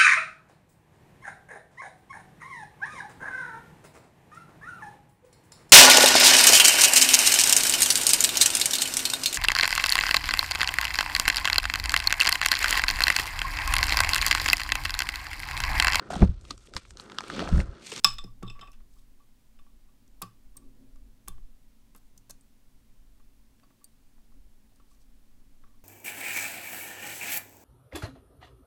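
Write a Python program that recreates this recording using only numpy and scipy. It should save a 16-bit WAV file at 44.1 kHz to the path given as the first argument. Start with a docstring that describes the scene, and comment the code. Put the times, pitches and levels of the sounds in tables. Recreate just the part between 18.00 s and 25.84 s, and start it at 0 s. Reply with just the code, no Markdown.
"""An aluminium tray on a desk, knocked by a lock cylinder and fingers as tweezers lift out the pins:
each blow rings decaying tray modes and adds a gripped clack; separate thumps boom the desk modes.
Steel tips tick as filtered noise slips that ring the pins; sliding metal scrapes as dense noise grains.
Close to a phone in a small quiet room: a short diffuse tail, shaped noise for the air rumble and
a low drone, both swelling now and then, and steady microphone hiss."""
import sys
import numpy as np
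from scipy import signal
from scipy.fft import rfft, irfft
from scipy.io import wavfile
from scipy.ndimage import uniform_filter1d

SR = 44100
rng = np.random.default_rng(int(sys.argv[2]) if len(sys.argv) > 2 else 0)


def voltage_ratio(level):
    """Linear amplitude factor for a level in decibels (scalar or array-like)."""
    return 10 ** (np.asarray(level, float) / 20)


def generate_wav(signal):
    """Clip the signal to [-1, 1] and save it as 16-bit WAV at the path in sys.argv[1]."""
    frames = np.transpose(np.atleast_2d(signal))
    scaled = np.clip(frames, -1, 1) * 32767
    pcm = np.round(scaled).astype(np.int16)
    wavfile.write(sys.argv[1], SR, pcm)


N = 345744

# air rumble spectrum, relative: pitch_hz, level_db (per Hz)
RUMBLE_SPECTRUM = [(2.4, -30), (4.0, 2.5), (18, 1), (30, -12), (41, -8), (54, -15), (71, -37), (80, -30),
                   (100, -65.5), (180, -120)]
# the rumble swells, probably as the hands lean on the desk: top_s, top_db, half_length_s
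RUMBLE_RISES = [(.15, -37.5, 0.071), (.3, -44.5, 0.051), (0.468, -40.5, 0.082), (0.759, -42.5, 0.069),
                (1.05, -49.5, 0.09), (2.16, -50, .08), (2.68, -49, .08), (2.996, -47.5, 0.11),
                (3.38, -38.5, 0.075), (6.38, -47.5, 0.053), (7.702, -51, 0.11)]
# room resonances heard as a drone, relative: pitch_hz, width_hz, level_db
DRONE_RESONANCES = [(113, 7.8, -5), (223.5, 8.1, -0.5), (270.5, 19, -1), (336, 84, -7.5), (490, 14, -16.5),
                    (570, 20, -20)]
# swells of the drone: top_s, top_db, half_length_s
DRONE_RISES = [(0.103, -65, .3), (2.65, -58.5, 0.052), (2.838, -59.5, .06), (3.05, -68, 0.18),
               (6.35, -71, .1)]
# microphone hiss spectrum, relative: pitch_hz, level_db (per Hz)
HISS_SPECTRUM = [(47, -30.5), (80, 0.5), (171, -6), (233, -4.5), (445, -17), (972, -18), (1060, -18.5),
                 (1140, -20.5), (15700, -26.5), (16100, -59)]
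# blows on the tray: start_s, peak_db, favoured_hz, rattle_ms, dullness (0 free - 1 gripped)
TRAY_BLOWS = [(0.0378, -31.5, 9000, 0.44, 0.74), (0.045, -1.5, 4930, 0.55, 0.29),
              (.184, -29.5, 3540, 0.52, 0.29), (.240, -41, 5110, 1.6, 0.29), (.274, -55.5, 1130, 7.4, .1),
              (0.427, -38, 1300, 4.6, 0.44), (.445, -47.5, 1140, 14, .3), (.466, -49.5, 3560, 4.3, .05),
              (.478, -39, 3440, 1.7, 0.1), (.499, -37, 2760, 1.4, .2), (.55, -48, 1160, 47, 0.31),
              (0.593, -41, 2130, 3.3, 0.97), (.611, -39, 3130, 5, .13), (.625, -41, 960, 10.6, 0.4),
              (.64, -53, 2480, 13, 0.048), (.673, -46, 2500, 1.8, .3), (0.679, -48.5, 780, 7.4, 0.43),
              (.73, -53, 2460, 12, 0.66), (.803, -59.5, 1150, 3.8, .7), (.96, -66.5, 1153, 24, 0.36),
              (.985, -63, 3540, 5, 0.22), (1.199, -60, 1146, 3, .2), (1.59, -52.5, 1290, 1.2, 0.54),
              (1.665, -58.5, 1200, 1.2, 0.59), (1.885, -66.5, 1150, 4.9, .2), (2.217, -34, 1000, 6.8, 0.36),
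              (2.222, -33.5, 5000, 3.1, 0.56), (2.232, -42, 820, 4, 0.5), (2.555, -60, 1148, 11, .18),
              (2.576, -53, 3000, 1.2, .9), (2.615, -65, 1160, 6, 0.33), (2.957, -58.5, 1151, 2.9, .63),
              (3.277, -38.5, 1160, 2.5, 0.59), (3.283, -40.5, 3400, 2.6, 0.58),
              (3.38, -53.5, 1100, 1.1, .85), (3.949, -50.5, 1188, 8.7, 0.57),
              (4.297, -47.5, 900, 6.2, 0.77), (4.308, -54, 2680, 0.61, 0.52),
              (5.199, -58.5, 1148, 4.8, .62), (5.598, -54.5, 3000, 0.45, 0.92),
              (5.631, -57, 1000, 7.1, 0.58), (5.705, -59, 1090, 2.8, .54), (5.811, -63.5, 1145, 4.1, .32),
              (6.18, -59, 767, 2.2, .62), (6.319, -62, 900, 6, 0.58), (6.72, -65, 800, 3, .6),
              (6.799, -54, 1300, 1.2, 0.55), (6.91, -65.5, 1150, 2.4, .3), (7.31, -66, 1150, 8, .4),
              (7.638, -52.5, 1300, 1.1, 0.59), (7.67, -64.5, 1140, 23, 0.5), (7.738, -66.5, 1150, 4.7, .3)]
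# ringing modes of the aluminium tray: pitch_hz
TRAY_MODE_HZ = [775, 1115, 1152, 1180, 1367, 2498, 2556, 2660, 3050, 3200, 3540, 3585, 3683, 3781, 3934,
                4483, 5027, 5172, 5424, 5701, 6864, 7330, 7724, 7825, 8166, 9130, 10060, 10960, 11900,
                12830, 14200]
# strength and free decay of each of those modes: level_db, t60_s
TRAY_MODE_DECAY = [(-25, .06), (-11.5, 0.047), (-9, 0.089), (-12.5, .045), (-20.5, 0.052), (-19.5, 0.11),
                   (-15, 0.033), (-15, .035), (-20, .04), (-20, .04), (-12.5, .1), (-10, 0.04),
                   (-6.5, 0.021), (-13.5, .025), (-20, 0.033), (-22, 0.022), (-15.5, .025), (-4.5, 0.056),
                   (-18, 0.041), (-20.5, 0.096), (-16, .05), (-23.5, .05), (-15, 0.15), (-10.5, .06),
                   (-18.5, .035), (-23, .03), (-18, .06), (-21, .05), (-21.5, 0.045), (-23.5, .03),
                   (-20.5, .03)]
# blows that reach the desk: start_s, peak_db
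DESK_BLOWS = [(.044, -34), (0.237, -37.5), (.424, -30), (.466, -44.5), (.498, -47), (.592, -51.5),
              (0.612, -56), (2.218, -39.5), (2.230, -43.5), (2.559, -56.5), (3.278, -44.5), (3.38, -57),
              (3.949, -56), (4.175, -63), (4.3, -59), (5.631, -64), (7.639, -62.5)]
# modes of the desk top: pitch_hz, level_db, t60_s
DESK_MODES = [(45, -9.5, 0.16), (113, -2.5, 0.31), (183, 2, 0.12), (275, -4.5, 0.06), (358, -7, .08),
              (455, -11.5, .07), (650, -18.5, .05), (775, -17.5, .05)]
# steel tips on brass: peak_s, peak_db, centre_hz, rise_ms, pin_ring_db
TIP_TICKS = [(.0455, -17.5, 10700, .3, -44.5), (.430, -43, 5160, 3.7, -38), (.718, -49.5, 5900, 1.2, -38.5),
             (.732, -53, 5240, 1.1, -41), (2.079, -53.5, 6980, 0.89, -39.5), (2.2194, -25, 11810, 2, -36),
             (2.2227, -26.5, 4620, 1.1, -24), (2.5677, -42.5, 14130, 1.4, -36),
             (2.57, -37.5, 8770, 3.5, -25), (2.959, -59, 5510, 1.29, -40.5), (3.2767, -46.5, 9060, .8, -40),
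             (3.2828, -26, 10300, 2.5, -29.5), (3.949, -47.5, 8500, 1.1, -32),
             (3.962, -47.5, 11840, .97, -26.5), (4.178, -43.5, 6460, 3.2, -32),
             (4.19, -60.5, 7500, .6, -41.5), (4.2952, -51, 13500, .9, -43.5), (4.298, -40, 6470, 3.2, -31),
             (4.3056, -40, 7870, 5.3, -26), (4.3079, -30.5, 6800, 0.47, -22),
             (4.410, -54, 8440, 1.2, -25.5), (5.635, -61.5, 4650, 0.97, -14.5),
             (5.843, -41, 12460, 1.5, -28.5), (5.843, -40.5, 8200, 1.4, -19),
             (5.843, -48.5, 5000, 1.1, -17), (6.758, -58.5, 5410, 1.1, -16.5),
             (6.759, -59.5, 8400, 1.08, -25)]
# ringing modes of a lock pin: pitch_hz, level_db, t60_s
PIN_MODES = [(4650, -6, .05), (5300, -8, .02), (6200, -4, .025), (6760, -10, .09), (8400, 0, .035),
             (8900, -4, .035), (11700, -2, .025), (13300, -6, .02), (14600, -5, .02)]
# metal sliding over the tray, a pin or a groove: start_s, end_s, level_db, centre_hz
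METAL_SCRAPES = [(0.877, 1.059, -77.5, 7500), (.9, 1.029, -78.5, 13500), (3.954, 3.991, -66.5, 9600),
                 (4.055, 4.09, -80, 7020), (6.877, 6.97, -73.5, 6500), (6.992, 7.04, -73, 5980)]

RUMBLE_REST_DB, RUMBLE_WANDER_DB = -53.5, 2.5
DRONE_REST_DB, DRONE_WANDER_DB = -71.5, 1
WANDER_S = 0.17  # averaging time of the slow wander
HISS_DB = -69
# low-sounding blows are soft ones: contact time at 1 kHz, and how fast it shortens as the favoured pitch rises
CONTACT_MS, CONTACT_SLOPE = 0.2, 1
# contact at -60 dB; it shortens as the thump grows louder
THUMP_MS, THUMP_MS_PER_DB = .32, -0.07
DESK_BUILD_S = .028  # build-up time of a desk mode at 100 Hz; it shrinks with the square of the pitch
TICK_FALL_MS, FALL_PER_RISE = 1.5, .3  # a slower slip also dies slower
TIPS_LOW_HZ = 4300  # the small tips radiate little below this
TIPS_ROOM_DB = -6.5  # the tips sound between the hands, so less of them reaches the walls
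ROOM_T60_S, ROOM_TREBLE_T60_S = .24, .17
ROOM_DB, ROOM_TREBLE_DB = -13, -4.5


def peak(x):
    """Scale to peak 1."""
    return x / np.abs(x).max()


def add(out, s, x, db):
    """Mix x in at s seconds with the given peak."""
    i = int(s * SR)
    out[i:i + len(x)] += voltage_ratio(db) * peak(x)[:N - i]


def decay(t, t60):
    """Exponential fade by 60 dB in t60 seconds."""
    return np.exp(-np.log(1000) * t / t60)


def ring(modes, length_s, gains):
    """Impulse response of a struck body: a sum of decaying sine modes."""
    t = np.arange(int(length_s * SR)) / SR
    hz, db, t60 = np.transpose(modes)[:, :, None]
    sines = np.sin(2 * np.pi * hz * t)
    return (gains[:, None] * voltage_ratio(db) * sines * decay(t, t60)).sum(axis=0)


def colour(x, points):
    """Filter by (Hz, dB) points, joined along log pitch; rms 1."""
    hz, db = np.transpose(points)
    f = np.arange(len(x) // 2 + 1) * SR / len(x) + 1e-3  # keeps the logarithm finite at 0 Hz
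    gain = voltage_ratio(np.interp(np.log(f), np.log(hz), db))
    y = irfft(rfft(x) * gain, len(x))
    return y / np.std(y)


def band(x, hz, width_hz):
    """Resonance with gain 1 at its centre."""
    return signal.lfilter(*signal.iirpeak(hz, hz / width_hz, fs=SR), x)


def push(ms):
    """Force of a contact, greatest after ms: longer means softer and duller."""
    t = np.arange(400) / SR * 1000 / max(ms, .004)
    return (t / .5) ** 2 * np.exp(-t / .5)


def swelling(rest_db, wander_db, swells):
    """Gain that wanders slowly about a resting level and rises in bell-shaped swells."""
    t = np.arange(N) / SR
    k = int(WANDER_S * SR)
    wander = uniform_filter1d(uniform_filter1d(rng.standard_normal(N), size=k), size=k)
    power = voltage_ratio(rest_db + wander_db * wander / np.std(wander)) ** 2
    for top_s, top_db, half_s in swells:
        power = power + voltage_ratio(top_db) ** 2 * np.exp(-((t - top_s) / half_s) ** 2)
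    return np.sqrt(power)


def background():
    """Air rumble and a drone in a few room resonances swell and fade over steady hiss."""
    rumble = colour(rng.standard_normal(N), RUMBLE_SPECTRUM)
    rumble = rumble * swelling(RUMBLE_REST_DB, RUMBLE_WANDER_DB, RUMBLE_RISES)
    source = rng.standard_normal(N)
    drone = np.zeros(N)
    for hz, width, db in DRONE_RESONANCES:
        resonance = band(band(source, hz, width), hz, 4 * width)
        drone += voltage_ratio(db) / np.sqrt(width) * resonance
    drone = drone / np.std(drone) * swelling(DRONE_REST_DB, DRONE_WANDER_DB, DRONE_RISES)
    hiss = colour(rng.standard_normal(N), HISS_SPECTRUM) * voltage_ratio(HISS_DB)
    return rumble + drone + hiss


def knocks():
    """Each blow is a first touch and a short rattle; the spot struck favours some tray modes."""
    out = np.zeros(N)
    t_ms = np.arange(4096) / SR * 1000
    tray = np.column_stack([TRAY_MODE_HZ, TRAY_MODE_DECAY])
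    signs = (-1.) ** np.arange(len(tray))  # neighbouring modes start in opposite directions, so the ring swells in
    grit = rng.standard_normal((len(TRAY_BLOWS), len(t_ms)))
    # the many weak modes between the listed ones blur into a short wash
    fade = decay(np.arange(int(.25 * SR)) / SR, .07)
    wash = voltage_ratio(-17) * band(rng.standard_normal(len(fade)), 2800, 5000) * fade
    for (s, db, hz, rattle_ms, dull), g in zip(TRAY_BLOWS, grit):
        contact_ms = CONTACT_MS * (1000 / hz) ** CONTACT_SLOPE
        dull = np.clip(dull, 0, 1)
        octaves = np.log2(tray[:, 0] / hz)
        spot = signs * voltage_ratio(9.7 * np.exp(-(octaves / 0.2) ** 2))
        touches = 0.023 * g ** 3 * np.exp(-t_ms / max(rattle_ms, .05))
        touches[0] = 1
        # a grip shortens the ring and leaves the dead clack of the contact
        modes = tray * [1, 1, 1 - 0.89 * dull]
        force = np.convolve(touches, push(contact_ms))
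        body = (1 - dull) * peak(signal.fftconvolve(force, ring(modes, .25, spot) + wash))
        rub = g * np.exp(-t_ms / (max(rattle_ms, 0) + 1.8))
        clack = band(np.convolve(rub, push(0.65 * contact_ms)), hz, 2.6 * hz)
        body[:len(clack)] += dull * peak(clack)
        add(out, s, body, db)
    return out


def room(x):
    """Diffuse tail of desk and walls; the treble dies first."""
    t = np.arange(SR // 2) / SR
    low = band(rng.standard_normal(len(t)), 1700, 7000) * decay(t, ROOM_T60_S)
    high = band(rng.standard_normal(len(t)), 7600, 13000) * decay(t, ROOM_TREBLE_T60_S)
    tail = (low + voltage_ratio(ROOM_TREBLE_DB) * high) * np.minimum(t / .006, 1)  # builds up over 6 ms
    tail = tail / np.sqrt(np.sum(tail ** 2))
    return voltage_ratio(ROOM_DB) * signal.fftconvolve(x, tail)[:N]


def thumps():
    """The desk top booms under the tray; its lowest modes come late, so the thud slides downward."""
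    out = np.zeros(N)
    t = np.arange(SR // 2) / SR
    desk = np.zeros(len(t))
    for mode in DESK_MODES:
        build_s = DESK_BUILD_S / (mode[0] / 100) ** 2
        desk += ring([mode], .5, -np.ones(1)) * (1 - np.exp(-t / build_s)) ** 2
    for s, db in DESK_BLOWS:
        contact_ms = THUMP_MS + THUMP_MS_PER_DB * (db + 60)
        add(out, s, np.convolve(desk, push(contact_ms)), db)
    return out


def ticks():
    """A short gritty slip of the tips, bright around its centre, that sets the nearest pin modes ringing."""
    out = np.zeros(N)
    t_ms = np.arange(2048) / SR * 1000
    thin = signal.butter(3, TIPS_LOW_HZ, "high", fs=SR, output="sos")
    grit = rng.standard_normal((len(TIP_TICKS), len(t_ms)))
    for (s, db, hz, rise, ring_db), g in zip(TIP_TICKS, grit):
        rise = max(rise, .05)
        fall = np.exp(-(t_ms - rise) / (TICK_FALL_MS + FALL_PER_RISE * rise))
        slip = g * np.where(t_ms < rise, (t_ms / rise) ** 2, fall)
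        slip = signal.sosfilt(thin, band(band(slip, hz, 6700), hz, 9000))
        octaves = np.log2(np.array(PIN_MODES)[:, 0] / hz)
        pin = ring(PIN_MODES, .1, voltage_ratio(-200 * octaves ** 2))
        rung = voltage_ratio(ring_db) * signal.fftconvolve(slip, pin)
        add(out, s - rise / 1000, np.pad(slip, (0, len(pin) - 1)) + rung, db)
    return out


def scrapes():
    """Dense uneven grains that faintly excite the pin while metal slides."""
    t = np.arange(N) / SR
    unevenness = uniform_filter1d(rng.standard_normal(N), size=300) * np.sqrt(300)  # rms near 1
    grains = rng.standard_normal(N) * voltage_ratio(3.3 * unevenness)
    pin = ring(PIN_MODES, .1, np.ones(len(PIN_MODES)))
    rung = grains + voltage_ratio(-32) * signal.fftconvolve(grains, pin)[:N]
    out = np.zeros(N)
    for start, end, db, hz in METAL_SCRAPES:
        span = (t > start) & (t < end)
        part = band(band(rung[span], hz, 1.3 * hz), hz, 1.3 * hz)
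        out[span] += voltage_ratio(db) * part / np.std(part) * signal.windows.tukey(len(part), .5)
    return out


def scene():
    """Contacts, their room tail and the background."""
    tray = knocks() + thumps()
    tips = ticks() + scrapes()
    tail = room(tray + voltage_ratio(TIPS_ROOM_DB) * tips)
    return (tray + tips + tail + background())[None]


def roll_off(x):
    """The treble ends steeply here."""
    return signal.sosfilt(signal.butter(12, 16820, fs=SR, output="sos"), x)


def record(dry):
    """The finished mix as it leaves the phone."""
    return roll_off(dry)


dry = scene()
out = record(dry)
generate_wav(out)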